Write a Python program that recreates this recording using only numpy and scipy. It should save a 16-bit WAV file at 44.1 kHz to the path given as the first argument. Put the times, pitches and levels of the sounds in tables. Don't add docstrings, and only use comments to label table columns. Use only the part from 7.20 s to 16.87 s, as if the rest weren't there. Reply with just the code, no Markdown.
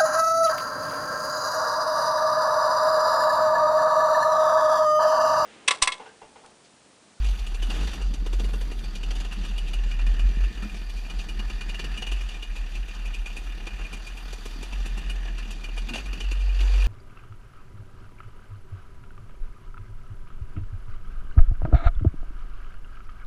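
import sys
import numpy as np
from scipy import signal
from scipy.fft import rfft, irfft, next_fast_len
from scipy.io import wavfile
from scipy.ndimage import uniform_filter1d, map_coordinates

SR = 44100
rng = np.random.default_rng(int(sys.argv[2]) if len(sys.argv) > 2 else 0)


def persist_wave(psi):
    counts = np.round(np.clip(psi, -1, 1) * 32767).astype(np.int16)
    wavfile.write(sys.argv[1], SR, np.atleast_2d(counts).T)


N = 426447
FFT_SIZE = next_fast_len(N + SR // 4)
GRID_HZ = np.fft.rfftfreq(FFT_SIZE, 1 / SR)

# (time [s], gas rush [dB], frame rumble [dB])
RUNNING_NOISE = [(0.0, -49, -48), (0.38, -52.5, -53), (0.65, -46, -41.5), (0.89, -56, -45),
                 (1.64, -54.5, -46), (1.94, -53.5, -44.5), (2.18, -51.5, -47), (2.64, -53, -47.5),
                 (3.39, -52, -45), (3.69, -54.5, -51), (4.74, -51.5, -45), (4.93, -52.5, -51.5),
                 (5.6, -54.5, -51.5), (6.73, -53, -50.5), (7.03, -52, -50.5), (7.78, -52.5, -50),
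                 (8.62, -54.5, -48), (8.92, -55, -46), (9.15, -52, -51), (9.35, -52.5, -58),
                 (9.67, -47.5, -59)]
# (time [s], neck [dB], belly [dB], pop [dB])
PIPE_RESPONSE = [(0, -6, -2, 3), (.45, -2, -10, -2), (.65, -2, -4, -3), (.8, 2, -5, -4), (.88, -4, -8, -2),
                 (1.0, -5.5, -8, 4), (1.4, -9, -11, 4), (1.7, -6, -2, 5), (2.0, 1.5, -8, -3.5),
                 (2.5, 2, -10, -23), (2.85, 1.5, -2, -3), (3.5, -2.5, 11, -2), (4.0, -2, -3, 2),
                 (4.55, -0.5, 6, -3.5), (4.9, 5.5, 3, -7), (5.3, -0.5, 4, 3), (5.7, 2, 6, 1),
                 (6.5, 1, 7, -1.5), (6.95, -2, 0, -1), (7.2, -10, -3, 4), (7.55, 0.5, 1, 1),
                 (8.0, 1.5, 4, -17), (8.3, 1, 3, -27), (8.55, -1, 13, -3), (8.8, 2.5, -6, -10),
                 (9.12, 6.5, -6, 4), (9.2, 4, -2, -5), (9.67, 2, 12, -4)]
# (time [s], rasp [dB], neck [dB], belly [dB], growl [dB], bright edge [dB], neck pitch [Hz])
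CYLINDER_FIRINGS = [(0.044, -37, -37, -47, -43, -48.5, 2770), (0.189, -33, -45, -48, -47, -58, 2750),
                    (0.266, -38, -44, -59, -48, -48, 2910), (0.345, -32, -39, -46, -39, -48, 2720),
                    (0.425, -27, -35, -55, -37, -46, 2970), (0.501, -24.5, -31.5, -45, -34, -49, 2750),
                    (0.5504, -44, -39, -45, -57, -59, 2910), (0.674, -30, -44, -52, -35.5, -53, 2770),
                    (0.732, -42, -44, -45, -36, -47, 2670), (0.815, -38, -41, -57, -38, -50, 2830),
                    (0.9386, -29, -47, -53, -39, -50, 2790), (1.062, -32, -41, -51, -37, -51, 2940),
                    (1.1293, -32, -45, -52, -36, -48, 2710), (1.1977, -28, -41, -51, -33.5, -53, 2800),
                    (1.2436, -33, -39, -52, -37, -50, 2870), (1.289, -43, -52, -53, -39, -56, 2767),
                    (1.3358, -32, -42, -54, -34.5, -53, 2790), (1.4114, -32, -45, -52, -36, -50, 2965),
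                    (1.5149, -36, -41, -47, -39, -53, 2800), (1.59, -36, -49, -56, -57, -55, 2760),
                    (1.6411, -32, -54, -48, -45, -65, 2920), (1.753, -28.5, -40, -45, -46, -49.5, 2900),
                    (1.832, -28, -34.5, -51, -44, -55, 2840), (1.9077, -29, -40, -52, -36, -52, 2810),
                    (1.953, -33, -45, -56, -44, -52, 2960), (2.0019, -28, -47, -55, -35.5, -54, 2890),
                    (2.048, -30.5, -40, -49, -37, -61, 2730), (2.1237, -31, -36, -50, -38, -47.5, 2700),
                    (2.249, -39, -38, -46, -36, -49, 2920), (2.379, -29.5, -32.5, -44, -37, -46, 2890),
                    (2.4785, -38, -49, -45, -51, -57, 2810), (2.5342, -28, -33, -42, -33, -45.5, 2870),
                    (2.6354, -36, -44, -48, -52, -67, 2800), (2.7133, -34, -38, -39, -44, -62, 2910),
                    (2.7911, -42, -39, -41, -38, -57, 2713), (2.8662, -32, -39, -41, -39, -55, 2930),
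                    (2.9931, -36, -36, -40, -36, -49, 2880), (3.238, -42, -38, -46, -38.5, -58, 2620),
                    (3.424, -48, -44, -47, -39, -51, 2630), (3.5446, -44, -49, -50, -50, -58, 2740),
                    (3.696, -35, -43, -45, -51, -55, 2890), (3.7702, -39, -52, -45, -52, -57, 2620),
                    (3.8489, -42, -43, -45, -52, -63, 2630), (3.8995, -32, -38.5, -41, -42, -50, 2900),
                    (3.9998, -42, -37.5, -43, -53, -55, 2710), (4.087, -35, -35.5, -39, -47, -47, 2915),
                    (4.192, -29.5, -32, -44, -35, -54, 2870), (4.2978, -33, -39, -42, -37, -59, 2750),
                    (4.4104, -31, -37, -38, -37, -51, 2860), (4.4927, -33, -33, -41, -40, -53, 2857),
                    (4.5451, -32, -30.5, -52, -38, -52, 2800), (4.5949, -27, -31.5, -37.5, -32, -60, 2860),
                    (4.6425, -29, -33, -44, -33, -52, 2880), (4.7748, -37, -30, -38, -41, -49, 2910),
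                    (4.822, -25, -28.5, -48, -31.5, -60, 2880), (4.868, -30, -29.5, -39, -32, -48, 2890),
                    (4.9172, -29, -35, -42, -32.5, -46, 2943), (5.009, -38, -40, -42, -38, -52, 2890),
                    (5.0893, -34, -35, -46, -44, -62, 2800), (5.1437, -40.5, -50, -40, -47, -61, 2690),
                    (5.226, -30, -33, -41, -45, -53, 2885), (5.3616, -36, -39, -41, -45, -52, 2635),
                    (5.553, -36, -36, -41, -43, -55, 2617), (5.6828, -42, -41, -45, -47, -53, 2705),
                    (5.7484, -37, -51, -54, -59, -59, 2900), (5.855, -42, -39, -39, -49, -49.5, 2614),
                    (5.9419, -30.5, -36, -37, -46, -48, 2600), (6.0593, -31, -43, -34, -40, -49, 2630),
                    (6.1665, -36, -35.5, -35.5, -39, -45, 2636), (6.4686, -30, -40, -35.5, -35, -51, 2607),
                    (6.593, -49, -42, -46, -39.5, -65, 2760), (6.6499, -45, -44, -37.5, -42, -59, 2616),
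                    (6.7291, -36, -37, -37, -39, -44, 2570), (6.868, -39, -49, -37, -50, -49, 2740),
                    (6.971, -42, -45, -43, -62, -51, 2710), (7.1281, -35, -47, -46, -42, -45, 2800),
                    (7.255, -37, -44, -47, -39, -44, 2960), (7.428, -30, -45, -43, -37.5, -47, 3006),
                    (7.5251, -34, -39, -46, -41, -64, 2653), (7.658, -38, -36, -45, -38, -44, 2680),
                    (7.7753, -37, -38, -52, -39, -48, 2786), (7.8972, -37, -31, -39, -37, -44, 2890),
                    (8.1815, -32.5, -39.5, -43, -34, -51, 2664), (8.308, -33, -40, -56, -38, -46, 2655),
                    (8.4418, -30.5, -36, -34.5, -37, -53, 2910), (8.5773, -30.5, -35, -37, -36, -47, 2920),
                    (8.6886, -28, -33, -37, -33.5, -46, 2810), (8.7362, -23.5, -27.5, -38, -28, -52, 2740),
                    (8.754, -27, -30, -40, -33, -46, 2870), (8.7788, -35, -34, -40, -41, -57, 2585),
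                    (8.8575, -35, -53, -41, -43, -54, 2724), (8.931, -33, -39, -47, -42, -52, 2890),
                    (9.0046, -26, -31.5, -39, -33.5, -50, 2950), (9.1139, -28, -34, -38, -37.5, -48, 2683),
                    (9.2062, -40, -46, -41, -54, -62, 2633), (9.2914, -45, -43, -40, -50, -69, 2960),
                    (9.406, -29, -38, -40, -40, -51, 2940), (9.6036, -41, -37, -37, -52, -54, 2835)]
FIRING_S, RASP_DB, NECK_DB, BELLY_DB, GROWL_DB, EDGE_DB, NECK_HZ = np.transpose(CYLINDER_FIRINGS)
ONSET_S = FIRING_S - .0022


def amp(db):
    return 10 ** (np.asarray(db) / 20)


def unit(x):
    return x / np.sqrt(np.mean(x ** 2) + 1e-20)


def curves(rows):
    times, *columns = np.transpose(rows)
    return [np.interp(np.arange(N) / SR, times, column) for column in columns]


def wobble(rate):
    return map_coordinates(rng.standard_normal(int(N * rate / SR) + 4), [np.arange(N) * rate / SR])


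def colour(points):
    hz, db = np.transpose(points)
    return amp(np.interp(np.log(GRID_HZ + 1), np.log(hz + 1), db))


def modes(table):
    f = GRID_HZ
    return sum((-1) ** k * amp(db) * 1j * f * width / (hz * hz - f * f + 1j * f * width)
               for k, (hz, width, db) in enumerate(table))


def noise(envelope, response):
    spectrum = rfft(envelope * rng.standard_normal(N), FFT_SIZE)
    return irfft(spectrum * response / np.sqrt(np.mean(np.abs(response) ** 2)), FFT_SIZE)[:N]


def bursts(times, levels_db, rise, fall):
    impulses = np.bincount(np.clip(np.round(times * SR).astype(int), 0, N - 1), amp(levels_db), N)
    quick, slow = np.exp(-1 / (SR * rise)), np.exp(-1 / (SR * fall))
    return signal.lfilter([1 - quick], np.convolve([1, -quick], [1, -slow]), impulses)


def pings(times, levels_db, table, attack, t60, spread, favoured_hz=None, phase_scatter=4):
    out, t = np.zeros(N + SR), np.arange(SR // 12) / SR
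    hz, _, mode_db = np.transpose(table)
    envelope = (1 - np.exp(-t / attack)) ** 2 * amp(-60 * t / t60)
    chance = rng.standard_normal((len(times), 3, len(hz)))
    for k, (s, db, (strength, detune, phase)) in enumerate(zip(times, levels_db, chance)):
        far_db = 0 if favoured_hz is None else -6 * np.minimum(np.abs(hz - favoured_hz[k]) / 70, 2.5)
        angles = 2 * np.pi * np.outer(hz * (1 + spread * detune), t) + phase_scatter * phase[:, None]
        ring = unit(amp(mode_db + far_db + 2.2 * strength) @ np.sin(angles))
        out[max(round(s * SR), 0):][:len(t)] += amp(db) * envelope * ring
    return out[:N]


def patchy(x, depth_db):
    spectra = signal.stft(x, nperseg=256)[2]
    field = uniform_filter1d(rng.standard_normal(spectra.shape), size=5, axis=0)
    field = uniform_filter1d(field, size=8, axis=1)
    return signal.istft(spectra * amp(depth_db * unit(field)), nperseg=256)[1][:N]


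def microphone_hiss():
    # (frequency [Hz], density [dB])
    spectrum = [(3000, -42), (9000, -18), (12000, 4), (15300, -2)]
    return noise(amp(-76), colour(spectrum))


def frame_rumble(puffs):
    # (frequency [Hz], density [dB])
    spectrum = [(25, 5), (70, -7.5), (120, 0), (170, -1), (200, 3.5), (240, -4.5), (330, -5.5),
                (450, -11.5), (700, -32), (1500, -72)]
    _, rumble_db = curves(RUNNING_NOISE)
    return noise(amp(rumble_db + 0.5 + wobble(16)) * puffs, colour(spectrum))


def knocks(t60=0.026):
    # (time [s], level [dB], pitch [Hz])
    strikes = [(.926, -35, 230), (.941, -35, 260), (1.247, -47, 1020), (1.343, -45, 1008),
               (3.054, -35, 120.3), (3.170, -27.5, 169.4), (3.435, -40, 1350), (7.255, -43, 260.9),
               (7.360, -35, 269.5), (7.387, -35, 238), (7.412, -34, 218.7)]
    out, t = np.zeros(N + SR), np.arange(SR // 10) / SR
    for s, db, hz in strikes:
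        envelope = amp(db + 9 - 60 * t / t60) * (1 - np.exp(-t / 0.0023))
        out[round(s * SR):][:len(t)] += envelope * np.sin(2 * np.pi * hz * t)
    return out[:N]


def bumps(t60=0.098):
    # (time [s], level [dB], pitch [Hz])
    jolts = [(.479, -31.5, 210), (.758, -33, 190), (0.899, -29.5, 198.3), (1.013, -38, 170),
             (1.226, -36, 239), (2.17, -32, 197), (2.2, -34, 174.6), (2.235, -34, 200), (2.297, -32, 192),
             (2.536, -41, 138.7), (2.73, -32.5, 139.3), (2.868, -36, 192), (3.304, -34, 210.2),
             (3.423, -26.5, 201.6), (3.448, -27, 211), (3.481, -44, 194.5), (3.516, -35, 191.4),
             (4.185, -35.5, 202.5), (4.689, -35.5, 162), (4.776, -33, 207.6), (6.275, -44, 345.5),
             (6.37, -47, 339.4), (6.6, -41, 190), (7.727, -35, 147), (7.77, -36, 205.8), (7.843, -38, 186),
             (8.273, -33.5, 207), (8.67, -33.5, 230.5), (8.702, -28, 246), (8.735, -31, 225)]
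    out, t = np.zeros(N + SR), np.arange(SR // 3) / SR
    for s, db, hz in jolts:
        rough = uniform_filter1d(rng.standard_normal(len(t)), size=150)
        thud = np.sin(2 * np.pi * hz * t) + 0.22 * np.sin(2 * np.pi * 1.42 * hz * t)
        swell = (1 - np.exp(-t / 0.01)) * (1 + 0.35 * unit(rough))
        out[round(s * SR):][:len(t)] += amp(db + 4.5 - 60 * t / t60) * swell * thud
    return out[:N]


def crank_hum():
    # (time [s], pitch [Hz], level [dB])
    course = [(0.02, 51.2, -21), (0.12, 44.5, -20), (0.18, 46.7, -42), (0.22, 42.2, -25), (0.27, 35.1, -31),
              (0.35, 38.3, -24), (0.38, 34.4, -34), (0.42, 40.2, -22), (0.51, 38.6, -27), (0.66, 48.4, -23),
              (0.69, 52.1, -31), (0.72, 46.2, -29), (0.76, 39.6, -47), (0.801, 47.7, -30),
              (0.87, 45.7, -19.5), (0.95, 36.58, -34), (0.99, 43.54, -24), (1.07, 36.2, -26.5),
              (1.18, 44.2, -22), (1.49, 41.8, -27), (1.53, 38.7, -40), (1.58, 42.3, -25), (1.63, 35.9, -36),
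              (1.68, 40.8, -27), (1.74, 32.8, -33.5), (1.91, 41.3, -24.5), (2.15, 39.14, -32.5),
              (2.219, 41.1, -25), (2.27, 35.96, -34), (2.31, 42.1, -25.5), (2.52, 35.9, -27),
              (2.61, 41, -21), (2.75, 37.35, -26), (2.91, 41.35, -17.5), (2.98, 37.1, -26.5),
              (3.06, 44.5, -14.5), (3.11, 43.26, -20), (3.14, 40.5, -39), (3.18, 42, -19.5),
              (3.24, 44.6, -18.5), (3.3, 43, -29.5), (3.33, 52.3, -52), (3.38, 42.9, -28), (3.44, 44, -29),
              (3.5, 37.7, -41), (3.55, 41.2, -30.5), (3.72, 38.7, -31.5), (3.77, 41, -28.5),
              (3.92, 36.5, -36), (3.98, 42.6, -23.5), (4.04, 34.4, -38), (4.19, 39.3, -26),
              (4.28, 40.8, -27.5), (4.31, 34.72, -40), (4.35, 40.2, -26), (4.4, 32.75, -34),
              (4.47, 38.2, -27), (4.62, 38.5, -36), (4.73, 44.5, -26), (4.78, 35.6, -42), (4.82, 38.7, -32),
              (4.861, 38.5, -34), (4.94, 45.7, -23.5), (5.09, 41.54, -31), (5.13, 34.86, -36),
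              (5.18, 40.56, -31.5), (5.27, 35.67, -38), (5.311, 38.66, -25), (5.36, 31.7, -37),
              (5.41, 40.1, -25), (5.49, 34.13, -34), (5.61, 42.07, -25.5), (5.671, 43.9, -44),
              (5.7, 38.65, -31), (5.73, 33.63, -47), (5.76, 40, -33.5), (5.92, 39.2, -26),
              (5.96, 34.63, -39), (6.0, 40.17, -23), (6.06, 33.0, -41), (6.12, 36.7, -30.5),
              (6.18, 31, -36), (6.22, 39.86, -31.5), (6.35, 40.8, -29.5), (6.4, 34.26, -39),
              (6.45, 39.23, -29.5), (6.49, 33.4, -45), (6.54, 44.36, -29.5), (6.58, 41, -53),
              (6.62, 42.7, -26.5), (6.67, 34.76, -43), (6.7, 40.23, -35), (6.83, 39.06, -35.5),
              (6.87, 34.67, -43), (6.93, 44.7, -31.5), (6.98, 37.94, -44), (7.01, 40.9, -34),
              (7.15, 40.3, -34), (7.19, 33.9, -36.5), (7.39, 38, -32.5), (7.5, 45, -36), (7.61, 43.9, -24),
              (7.68, 38.3, -31.5), (7.75, 43.37, -24), (7.81, 37.7, -40), (7.88, 42.97, -26.5),
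              (8.47, 36.43, -34.5), (8.6, 40, -26.5), (8.68, 37.6, -32), (8.72, 34.6, -36), (8.77, 44, -36),
              (8.82, 48.8, -38), (8.86, 47.85, -33), (8.91, 44, -26), (8.98, 37.38, -42),
              (9.07, 45.44, -24.5), (9.65, 46.33, -16.5)]
    # (frequency [Hz], density [dB])
    mount_band = [(18, -43), (30, 1), (42, -21), (52, 7), (62, -30), (80, -82)]
    s, hz, db = np.transpose(course)
    hum_hz, level = curves(np.transpose([s, hz, amp(db)]))
    angle = 2 * np.pi * np.cumsum(hum_hz) / SR
    sway = np.minimum(uniform_filter1d(level, size=SR // 4), amp(-25))
    shake = sway * noise(amp(-14), colour(mount_band))
    return np.sqrt(2) * level * amp(0.4 * wobble(16)) * np.sin(angle) + shake


def throttle_pulls():
    # (time [s], turn rate [Hz], level [dB])
    pulls = [
        [(.5, 46.5, -70), (.54, 49.5, -46), (.6, 52, -44), (.65, 53.7, -46), (.68, 53.8, -70)],
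        [(9.05, 46.5, -75), (9.15, 47.2, -61), (9.34, 47.5, -59), (9.42, 47.6, -54), (9.57, 48.6, -54),
         (9.67, 49.3, -54)],
    ]
    # (multiple of the turn rate, level [dB])
    harmonics = [
        [(2, -6), (3, -0.5), (4, -13), (5, -3), (6, -1), (8, -10), (9, -7.5)],
        [(2, 3), (7, -10), (10, 0), (19, -10)],
    ]
    out = np.zeros(N)
    for rows, overtones in zip(pulls, harmonics):
        turn_hz, pull_db = curves(rows)
        angle = 2 * np.pi * np.cumsum(turn_hz) / SR + .09 * wobble(30)
        gain = amp(pull_db + 2.5 * wobble(22))
        for k, db in overtones:
            out += amp(db) * gain * np.sin(k * angle + rng.uniform(0, 2 * np.pi))
    return out


def port_puffs():
    # (time [s], turn rate [Hz])
    crank_speed = [(0, 47.1), (.19, 45.2), (.3, 38.86), (.5, 40.5), (.63, 48.3), (.85, 45.3), (1.0, 43),
                   (1.4, 41.7), (1.55, 38.34), (2.0, 40.06), (2.95, 39.6), (3.1, 42), (3.65, 41.3),
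                   (4.1, 38.02), (4.55, 38.66), (4.97, 41.24), (5.15, 37.51), (6.15, 35.22), (6.3, 37.45),
                   (7.4, 39.65), (7.52, 42.4), (8.05, 42.1), (8.25, 38.27), (8.7, 38.02), (8.83, 44.7),
                   (9.2, 45.9), (9.67, 48.4)]
    turns = np.cumsum(curves(crank_speed)[0]) / SR
    times = np.flatnonzero(np.diff(np.floor(turns))) / SR
    strength = rng.standard_normal(len(times))
    soft = unit(0.93 + bursts(times, 4 * strength, rise=0.0039, fall=0.0039))
    sharp = unit(.3 + bursts(times, 2.5 * strength, rise=.002, fall=.006))
    return soft, sharp


def roar_gates(edge_s=0.01):
    # (start [s], length [s], rasp [dB], growl [dB], boom [dB])
    roars = [(0.51, 0.14, -55, -51, -51), (.675, 0.14, -65, -61, -54), (1.05, 0.47, -76, -79, -57),
             (8.744, 0.071, -50.5, -51.5, -54), (9.39, .3, -58, -58, -53.5)]
    t, gates = np.arange(N) / SR, np.zeros((3, N))
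    for s, length, *db in roars:
        inside_s = np.minimum(t - s, s + length - t)
        gates += np.outer(amp(db), np.clip(inside_s / edge_s + .5, 0, 1))
    return gates


def duct_gain():
    # (frequency [Hz], width [Hz], boost [dB])
    resonances = [(740, 170, 4.5), (1252, 19, 5.5), (1475, 18, 4), (3560, 110, 4.5), (4655, 265, 10),
                  (5850, 366, 11), (6970, 970, 6.5), (9350, 230, 5.5), (11655, 200, 11.5)]
    return np.sqrt(1 + np.abs(modes(resonances)) ** 2)


def gas_treble(puffs):
    # (time [s], level [dB])
    sizzle_levels, fizz_levels = [(0, -67), (.68, -64), (.8, -60), (.9, -62), (1.9, -57), (2.4, -72),
                                  (3.8, -57.5), (4.9, -60.5), (5.2, -72), (6.9, -70), (7.1, -59),
                                  (7.4, -56), (7.6, -68), (8.2, -68), (9.67, -53.5)], [(0.0, -55), (0.67, -60), (0.89, -64), (1.45, -55),
                                                  (2.88, -98), (3.5, -59), (4.93, -68), (5.14, -70),
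                                                  (6.33, -59), (6.63, -76), (7.03, -55), (8.0, -67),
                                                  (8.13, -86.5), (9.4, -81), (9.59, -63), (9.67, -56)]
    # (frequency [Hz], width [Hz], level [dB])
    sizzle_mode = [(4600, 260, 0)]
    # (frequency [Hz], density [dB])
    fizz_band = [(6000, -40), (9000, -1), (11800, -4), (13000, -6), (15300, -12)]
    sizzle = noise(amp(curves(sizzle_levels)[0] + 1.5 * wobble(16)) * puffs, modes(sizzle_mode))
    fizz = noise(amp(curves(fizz_levels)[0] - 10.5 + 2.2 * wobble(14)) * puffs, colour(fizz_band))
    return sizzle + fizz


def silencer(puffs, roar):
    # (frequency [Hz], density [dB])
    growl_band = [(250, -1), (550, -5), (1000, -3.5), (1900, -1), (2200, -10), (3200, -22), (6000, -75)]
    # (time [s], level [dB])
    drone_levels = [(0.0, -66), (0.7, -62), (0.83, -67), (1.61, -72), (2.3, -55), (3.26, -48.5),
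                    (3.58, -58), (3.9, -57), (4.49, -49.5), (4.85, -49), (5.04, -57), (5.47, -55),
                    (5.82, -59), (6.63, -52.5), (7.0, -64), (8.05, -49), (8.4, -62.5), (9.1, -56),
                    (9.67, -49)]
    # (frequency [Hz], width [Hz], level [dB])
    drone_mode = [(1770, 230, 0)]
    rush_db, _ = curves(RUNNING_NOISE)
    flow_db = -51.5 + 0.56 * (rush_db - rush_db.mean())
    flow = amp(flow_db + 0.34 * wobble(28)) * puffs
    fired = bursts(ONSET_S, GROWL_DB - 0.3, rise=0.0066, fall=0.0039)
    growl = noise(flow + fired + roar, duct_gain() * colour(growl_band))
    drone = noise(amp(curves(drone_levels)[0] - 4 + 0.97 * wobble(15)) * puffs, modes(drone_mode) ** 2)
    return growl + drone


def exhaust_pops(roar, lag_s=.0052):
    # (frequency [Hz], width [Hz], level [dB])
    pop_modes = [(213, 68, -6), (334, 59, -2), (415, 152, -4), (1004, 95, -17)]
    _, _, response_db = curves(PIPE_RESPONSE)
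    scatter_db = rng.standard_normal(len(ONSET_S))
    pop_db = GROWL_DB - 0.5 + response_db[np.round(ONSET_S * SR).astype(int)] + scatter_db
    times = ONSET_S + lag_s
    boom = noise(bursts(times, pop_db - 16, rise=0.0017, fall=0.0066) + roar, modes(pop_modes))
    pop = pings(times, pop_db + 6, pop_modes, attack=0.0012, t60=0.026, spread=.05, phase_scatter=.4)
    return boom, pop


def pipe_wall(taps):
    # (frequency [Hz], width [Hz], level [dB])
    neck_modes, belly_modes, clink_modes = [(2616, 130, 5), (2700, 42, 7), (2777, 73, 7.5), (2890, 63, 7.5),
                                            (2970, 53, 3)], [(2320, 50, -23), (2438, 55, -9)], [(3230, 60, 0), (3330, 60, -2)]
    # (time [s], level [dB])
    clinks = [(.501, -41), (1.906, -41), (2.379, -38), (4.917, -42), (8.58, -40), (9.006, -43), (9.41, -40)]
    rush_db, _ = curves(RUNNING_NOISE)
    neck_gain_db, belly_gain_db, _ = curves(PIPE_RESPONSE)
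    neck_drive = amp(rush_db + 0.95 * neck_gain_db - 1.2 + 2.2 * wobble(25)) * taps
    neck_drive += bursts(ONSET_S, NECK_DB - 8, rise=0.0036, fall=0.0042)
    belly_drive = amp(rush_db + 0.63 * belly_gain_db - 6 + 0.76 * wobble(25)) * taps
    driven = noise(neck_drive, modes(neck_modes)) + noise(belly_drive, modes(belly_modes))
    neck = pings(ONSET_S, NECK_DB + 0.94, neck_modes, attack=0.0035, t60=0.095, spread=.006,
                 favoured_hz=NECK_HZ)
    belly = pings(ONSET_S, BELLY_DB + 2, belly_modes, attack=0.0025, t60=0.105, spread=.005)
    clink = pings(*np.transpose(clinks), clink_modes, attack=0.0018, t60=0.06, spread=.006)
    return driven, neck + belly + clink


def gas_rasp(puffs, roar):
    # (frequency [Hz], density [dB])
    spectrum = [(1500, -51), (2200, -4.5), (3200, 0), (5300, -14.5), (8400, -19), (10500, -20),
                (13000, -39.5), (15300, -36)]
    rush_db, _ = curves(RUNNING_NOISE)
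    rush = amp(rush_db - 0.02 + 1.38 * wobble(20)) * puffs
    rasp = bursts(ONSET_S, RASP_DB - 8, rise=0.0043, fall=0.0056)
    edge = bursts(ONSET_S, EDGE_DB + 3.5, rise=0.0058, fall=0.011)
    response = duct_gain() * colour(spectrum)
    treble_tilt = np.clip(GRID_HZ / 7000, 0, 1.2) ** 2
    return noise(rush + rasp + roar, response) + noise(edge, response * treble_tilt)


def exhaust():
    puffs, taps = port_puffs()
    rasp_roar, growl_roar, boom_roar = roar_gates()
    boom, pop = exhaust_pops(boom_roar)
    wall_noise, wall_ring = pipe_wall(taps)
    gas = frame_rumble(puffs) + gas_treble(puffs) + silencer(puffs, growl_roar)
    gas += boom + wall_noise + gas_rasp(puffs, rasp_roar)
    return patchy(gas, depth_db=1.5) + wall_ring + pop


def scene():
    return (crank_hum() + exhaust() + throttle_pulls() + bumps() + knocks())[None]


def record(dry):
    top_hz = 15330
    spectrum = rfft(dry + microphone_hiss(), FFT_SIZE)
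    return irfft(spectrum * (GRID_HZ < top_hz), FFT_SIZE)[:, :N]


dry = scene()
out = record(dry)
persist_wave(out)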